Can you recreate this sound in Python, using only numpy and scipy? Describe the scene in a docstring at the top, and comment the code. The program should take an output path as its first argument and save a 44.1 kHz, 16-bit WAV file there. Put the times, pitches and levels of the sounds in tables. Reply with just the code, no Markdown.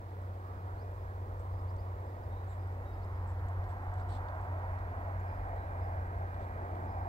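"""A far engine drones at its firing rate and throbs, slowing steadily, over a low rumble in a reed bed
at dusk. Tyres roar and sing faintly on a distant road, swelling and sinking in pitch by the Doppler
effect as vehicles pass. Close by, dry reed stems tick and leaves brush. One bird repeats a thin
whistle at an even pace while others chirp and rasp. Two microphone ports hear the scene in stereo."""
import sys
import numpy as np
from scipy import signal
from scipy.fft import rfft, irfft, next_fast_len
from scipy.io import wavfile
from scipy.ndimage import uniform_filter1d, map_coordinates

SR = 44100
rng = np.random.default_rng(int(sys.argv[2]) if len(sys.argv) > 2 else 0)


def waveform_to_disk(signal):
    """Save audio, clipped to [-1, 1], as 16-bit WAV at the path in sys.argv[1]."""
    frames = np.transpose(np.atleast_2d(signal))
    scaled = np.clip(frames, -1, 1) * 32767
    samples = np.round(scaled).astype(np.int16)
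    wavfile.write(sys.argv[1], SR, samples)


N = 312228


def amp(db):
    """Amplitude ratio of a level in decibels."""
    return 10 ** (np.asarray(db) / 20)


def unit(x):
    """Normalisation to an rms of 1."""
    return x / np.sqrt(np.mean(x ** 2) + 1e-20)


def along(points, hz):
    """Interpolation of (frequency [Hz], value) points on a logarithmic frequency axis."""
    f, v = np.transpose(points)
    return np.interp(np.log(hz + 1), np.log(f + 1), v)


def curves(rows):
    """Linear interpolation in time: one curve for each column after the first."""
    times, *columns = np.transpose(rows)
    return [np.interp(np.arange(N) / SR, times, column) for column in columns]


def wobble(rate):
    """Smooth random modulation with `rate` knots a second."""
    knots = rng.standard_normal(int(N * rate / SR) + 4)
    return map_coordinates(knots, [np.arange(N) * rate / SR])


def filtered(x, response):
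    """Linear filtering: the spectrum is multiplied by a frequency response."""
    size = next_fast_len(N + SR // 2)
    return irfft(rfft(x, size) * response(np.fft.rfftfreq(size, 1 / SR)), size)[..., :N]


def add(track, start, sound):
    """Superposition of a sound on a track from `start` seconds."""
    part = track[..., max(round(start * SR), 0):][..., :sound.shape[-1]]
    part += sound[..., :part.shape[-1]]


def rush(colour, patchy_db):
    """Partially coherent noise at two ports, alike in the bass, with drifting patches of gain; rms 1."""
    # likeness of the ports: (frequency [Hz], correlation [0-1])
    correlation = [(200, .96), (400, .9), (600, .96), (1000, .85), (1900, .78), (2400, .55), (3000, .1),
                   (5000, 0)]

    def mid_and_side(hz):
        angle = np.arccos(np.clip(along(correlation, hz), 0, 1)) / 2
        return amp(along(colour, hz)) * [np.cos(angle), np.sin(angle)]

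    spectra = signal.stft(rng.standard_normal((2, N)), nperseg=512)[2]
    patches = uniform_filter1d(rng.standard_normal(spectra.shape[1:]), size=4, axis=0)
    patches = uniform_filter1d(patches, size=22, axis=1)
    pair = signal.istft(spectra * amp(patchy_db * unit(patches)), nperseg=512)[1][:, :N]
    mid, side = filtered(pair, mid_and_side)
    return unit(np.array([mid + side, mid - side]))


def engine():
    """Beating: weak lines from unequal cylinders make the firing tone throb once per engine cycle."""
    # firing tone, its level swelling and dipping unevenly: (time [s], level [dB])
    drone = [(0.0, -45.5), (0.33, -41), (0.43, -44), (1.79, -39), (2.07, -42.5), (2.66, -39), (2.98, -43),
             (3.51, -35), (3.84, -43), (3.9, -37), (4.34, -42), (4.59, -36.5), (5.03, -43), (5.07, -38),
             (5.64, -43), (5.94, -38.5), (6.43, -43), (7.08, -40)]
    # weak lines: (multiple of the cycle rate [1], level [dB])
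    orders = [(4, -56.5), (5, -66), (7, -60), (8, -76.5), (9, -73.5), (14, -72.5), (24, -68.5)]
    start_hz, sag_hz_per_s, cylinders = 93.0, .45, 6
    firing_hz = start_hz - sag_hz_per_s * np.arange(N) / SR
    phase = 2 * np.pi * np.cumsum(firing_hz + .44 * wobble(7)) / SR
    firing = amp(curves(drone)[0] + .34 * wobble(12)) * unit(np.sin(phase))
    throb = np.zeros(N)
    for k, db in orders:
        gain = amp(db + 1.1 * wobble(4.8))
        throb += gain * unit(np.sin(k * phase / cylinders + .072 * k * wobble(8.3)))
    return firing + throb


def rumble():
    """Attenuation with distance: only the bass of far engines and wind carries across the marsh."""
    # strength of the rumble: (time [s], level [dB])
    levels = [(0, -55), (1.2, -47), (2.2, -45.5), (2.8, -48), (3.7, -43), (4.5, -45.5), (5.3, -44),
              (7.08, -45.5)]
    # its spectrum: (frequency [Hz], relative density [dB])
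    colour = [(10, -26), (22, -19), (32, -15), (42, -1.5), (54, -6), (66, -3), (80, -4.5), (100, -7.5),
              (120, -14.5), (145, -25), (200, -31), (500, -120)]
    return amp(curves(levels)[0]) * unit(rush(colour, patchy_db=.6).mean(axis=0))


def traffic():
    """Incoherent summation: many vehicles merge into a low wash, a tyre roar and a thinner hiss."""
    # the road grows busier: (time [s], body level [dB], roar level [dB], hiss level [dB])
    levels = [(0, -58, -54, -63), (1.3, -61.5, -51.5, -63), (3.2, -59, -53, -58),
              (4.8, -57.5, -53.5, -54.5), (7.08, -52.5, -54, -56.5)]
    # spectra of vehicle bodies, tyre roar and tyre hiss: (frequency [Hz], relative density [dB])
    body_colour = [(80, -26.5), (130, 0), (180, -2), (250, 1), (340, 0), (480, -5), (620, -11), (1000, -28),
                   (2000, -120)]
    roar_colour = [(130, -28), (260, -6.5), (360, -3.5), (490, 1), (650, -1), (820, -4.5), (1000, -3.5),
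                   (1200, -15), (1500, -22), (2500, -57), (5000, -120)]
    hiss_colour = [(400, -80), (800, -16), (1100, -1.5), (1320, 0.5), (1500, -1.5), (1720, -3), (1880, -2),
                   (2150, -8.5), (2400, -14.5), (2700, -22), (3500, -34.5), (8000, -87)]
    body_db, roar_db, hiss_db = curves(levels)
    bodies = amp(body_db) * rush(body_colour, patchy_db=1.67)
    roar = amp(roar_db) * rush(roar_colour, patchy_db=1.15)
    hiss = amp(hiss_db) * rush(hiss_colour, patchy_db=.5)
    return bodies + roar + hiss


def passing():
    """Spherical spreading and Doppler shift: each tyre roar swells and drops, brightest when nearest."""
    # vehicles at their nearest: (time [s], level [dB], half-width [s], centre [Hz], relative edge [dB])
    passes = [(.62, -59, 0.223, 798, 0), (1.6, -56, .5, 991, -18), (4.4, -47, .62, 800.2, -12),
              (5.65, -49.5, .7, 750.4, -22), (7.25, -44.5, .55, 801, -22)]
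    # spectra of the roar and its bright edge: (frequency [Hz], relative density [dB])
    roar_colour = [(250, -68), (430, -17), (560, -5), (660, 0.5), (790, -1.5), (920, -3.5), (1080, -9),
                   (1250, -18.5), (1700, -39), (3000, -120)]
    edge_colour = [(600, -70), (950, -15.5), (1150, -1), (1350, 0), (1520, -3.5), (1750, -12), (2500, -53),
                   (5000, -120)]
    unshifted_hz, mach = 750, .03
    road = np.zeros((2, N))
    for nearest_s, db, half_s, centre_hz, edge_db in passes:
        place = (np.arange(N) / SR - nearest_s) / half_s
        nearness = 1 / np.hypot(1, place)
        heard_hz = centre_hz * (1 - mach * place * nearness)
        shift = np.exp(2j * np.pi * np.cumsum(heard_hz - unshifted_hz) / SR)
        analytic = signal.hilbert(rush(roar_colour, patchy_db=1.87), next_fast_len(N))[:, :N]
        roar = np.real(analytic * shift)
        edge = amp(edge_db) * nearness * rush(edge_colour, patchy_db=4.0)
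        road += amp(db) * nearness * (roar + edge)
    return road


def tread():
    """Periodic excitation: a regular tyre tread sings a fuzzy note whose pitch settles from above."""
    # the note comes and goes: (time [s], level [dB])
    levels = [(0, -73), (1.1, -65), (1.7, -80), (3.1, -74), (3.7, -66.5), (4.6, -64.5), (5.9, -59.5),
              (7.08, -60.5)]
    # its harmonics: (harmonic number [1], relative level [dB])
    harmonics = [(1, -11), (2, -2.5), (3, -18.5)]
    settled_hz, excess_hz, settle_s = 795.5, 24.05, 2.5
    pitch = settled_hz + excess_hz * np.exp(-np.arange(N) / SR / settle_s)
    phase = 2 * np.pi * np.cumsum(pitch * (1 + .00505 * wobble(45))) / SR
    note = sum(amp(db + 2.4 * wobble(11)) * np.sin(k * phase) for k, db in harmonics)
    return amp(curves(levels)[0]) * unit(note)


def from_road(pair):
    """Time of arrival: the shorter path brings the road's sound to the left port first."""
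    # bearing of the road: (time [s], lead of the left port [ms])
    bearing = [(0, .33), (2.2, .33), (3.3, .22), (4.3, .25), (5.5, .32), (7.08, .34)]
    half_lead = curves(bearing)[0] * SR / 2000
    left = map_coordinates(pair[0], [np.arange(N) + half_lead], mode="nearest")
    right = map_coordinates(pair[1], [np.arange(N) - half_lead], mode="nearest")
    return np.array([left, right])


def microphone_hiss():
    """Self-noise: the microphones add a faint broadband floor."""
    # hiss spectrum: (frequency [Hz], relative density [dB])
    colour = [(500, -2.5), (2000, 5.5), (3000, 5), (3800, 4), (4900, 2), (5600, -1), (6600, -2.5),
              (7400, -3), (8200, -4), (8900, -5.5), (10500, -4.5), (13000, -0.5), (15500, 0.6)]
    return amp(-70.5) * rush(colour, patchy_db=.36)


def breeze():
    """Uncorrelated pressure fluctuations: a light breeze stirs each port separately."""
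    # wind spectrum: (frequency [Hz], relative density [dB])
    colour = [(20, -9), (55, 2), (90, -2), (130, -8.5), (250, -30), (800, -120)]
    return amp(-65.0) * unit(filtered(rng.standard_normal((2, N)), lambda hz: amp(along(colour, hz))))


def reeds():
    """Impact and friction: dry stems tick and leaves brush in two bright bands."""
    # dry stems: (time [s], upper band level [dB], lower band level [dB])
    ticks = [(.217, -74, -82), (1.393, -71, -80), (1.765, -72, -72), (2.673, -75, -78), (3.046, -71, -73),
             (3.393, -79, -66.5), (3.485, -63, -67), (3.64, -70, -66), (3.938, -66, -70), (4.285, -77, -61),
             (4.412, -70, -73), (4.788, -75, -67), (5.794, -76, -72), (6.344, -74, -67), (6.752, -82, -65)]
    # leaves: (time [s], duration [s], upper band level [dB], lower band level [dB])
    rustles = [(1.393, .035, -81.5, -87), (3.263, .07, -78, -92), (3.682, .055, -78, -78),
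               (3.966, 0.06, -79, -77), (4.078, 0.12, -72.5, -67.5), (6.39, .07, -83, -75.5)]
    # the two bands, the upper coloured by the microphone: (frequency [Hz], relative density [dB])
    upper_band = [(3000, -78), (5500, -7), (6700, -8.5), (7500, -2), (8200, 1.5), (8900, -20), (12000, -32),
                  (16000, -52)]
    lower_band = [(1200, -63), (2900, -3), (3500, 4.5), (4500, -0.5), (5400, -7), (7000, -26.5),
                  (12000, -52)]
    tick_t60_s = .028
    force, t = np.zeros((2, N)), np.arange(SR // 16) / SR
    for start, upper_db, lower_db in ticks:
        add(force, start, amp([[upper_db], [lower_db]]) * amp(-60 * t / tick_t60_s))
    slips = unit(amp(1.8 * wobble(300)))
    for start, length, upper_db, lower_db in rustles:
        stroke = signal.windows.tukey(max(int(length * SR), 16), .4)
        friction = stroke * slips[int(start * SR):][:len(stroke)]
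        add(force, start, amp([[upper_db], [lower_db]]) * friction)
    stirring = amp(-91.0) * unit(amp(4.3 * wobble(110)))  # the whole bed, faint and ceaseless
    upper, lower = np.hypot(force, stirring)
    crackle = upper * rush(upper_band, patchy_db=2) + lower * rush(lower_band, patchy_db=1.5)
    return crackle * amp([[-2], [2]])


def glide(length, first_hz, rise, bend, tremble, octave_db):
    """Frequency modulation: a note and its octave glide and tremble, both by shares of the pitch."""
    progress = np.linspace(0, 1, max(int(length * SR), 16))
    shake = map_coordinates(rng.standard_normal(400), [progress * length * 450], mode="mirror")
    pitch = first_hz * (1 + rise * progress ** bend) * (1 + tremble * shake)
    phase = 2 * np.pi * np.cumsum(pitch) / SR
    envelope = np.sqrt(2 * np.abs(np.sin(np.pi * progress)))
    return envelope * (np.sin(phase) + amp(octave_db) * np.sin(2 * phase))


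def scatter(x, t60):
    """Multiple scattering: reeds and trees smear a sound into a decaying tail, unlike at each port."""
    t = np.arange(SR // 2) / SR
    tail = rng.standard_normal((2, len(t))) * amp(-60 * t / t60)
    return signal.fftconvolve(x[None], tail / np.linalg.norm(tail[0]), axes=1)[:, :N]


def whistling_birds():
    """Reverberation: nearly pure, slightly falling whistles linger among the trees."""
    # lower whistles: (time [s], duration [s], starting frequency [Hz], relative level [dB])
    whistles = [(2.302, .06, 3780, -72), (2.347, 0.075, 3980, -74), (2.84, .1, 3830, -74),
                (5.539, 0.13, 3980, -76)]
    # one bird keeps an even pace, a little louder each time, and skips a few beats
    first_s, period_s, peep_s, peep_hz, growth_db = .44, .536, .065, 5050, .43
    peeps = [(first_s + k * period_s, peep_s, peep_hz, -78.5 + k * growth_db)
             for k in range(13) if k not in (6, 7, 8, 11)]
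    direct = np.zeros(N)
    for start, length, hz, db in whistles + peeps:
        add(direct, start, amp(db) * glide(length, hz, rise=-.024, bend=.7, tremble=.014, octave_db=-35))
    return amp(-7.0) * direct + amp(-6) * scatter(direct, t60=.83)


def reed_birds():
    """Frequency sweeps in the reeds on the right: chirps hold, then flick up; deep tremble rasps."""
    # chirps: (time [s], duration [s], starting frequency [Hz], relative level [dB])
    chirps = [(.77, .055, 4200, -75), (0.808, .028, 4530, -72), (1.584, .025, 4600, -75),
              (1.675, .04, 4400, -73), (1.779, .035, 4450, -71), (2.232, .016, 4700, -74),
              (2.927, 0.022, 4550, -73), (3.02, .03, 4350, -72), (4.01, .025, 4500, -76),
              (5.194, .012, 6500, -73)]
    # rasps: (time [s], duration [s], starting frequency [Hz], relative level [dB], octave overtone [dB])
    rasps = [(2.475, .075, 3690, -72.5, 1), (4.082, 0.086, 3980, -67.5, -4.5)]
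    direct = np.zeros(N)
    for start, length, hz, db in chirps:
        add(direct, start, amp(db) * glide(length, hz, rise=.23, bend=1.8, tremble=.035, octave_db=-27))
    for start, length, hz, db, octave_db in rasps:
        rasp = glide(length, hz, rise=.04, bend=.91, tremble=.064, octave_db=octave_db)
        add(direct, start, amp(db) * rasp)
    return (amp(-4.0) * direct + amp(-9.0) * scatter(direct, t60=.27)) * amp([[-1.5], [1.5]])


def shaded(pair):
    """Acoustic shadow: the microphones' housing shades the left port above the bass."""
    # balance of the ports: (frequency [Hz], left minus right level [dB])
    balance = [(110, 0), (380, -1.5), (700, 0.5), (1290, -5), (2380, -4), (4400, -1), (8000, -2.2),
               (12000, 0.5)]
    return filtered(pair, lambda hz: amp(np.outer([1, -1], along(balance, hz)) / 2))


def scene():
    """Superposition of far machines, near life and noise at the two ports."""
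    road = from_road(traffic() + passing() + tread())
    above_bass = shaded(road + microphone_hiss() + reeds() + whistling_birds() + reed_birds())
    return engine() + rumble() + breeze() + above_bass


def record(dry):
    """Band limiting: an ideal low-pass filter removes the highest treble."""
    return filtered(dry, lambda hz: hz < 15750)


dry = scene()
out = record(dry)
waveform_to_disk(out)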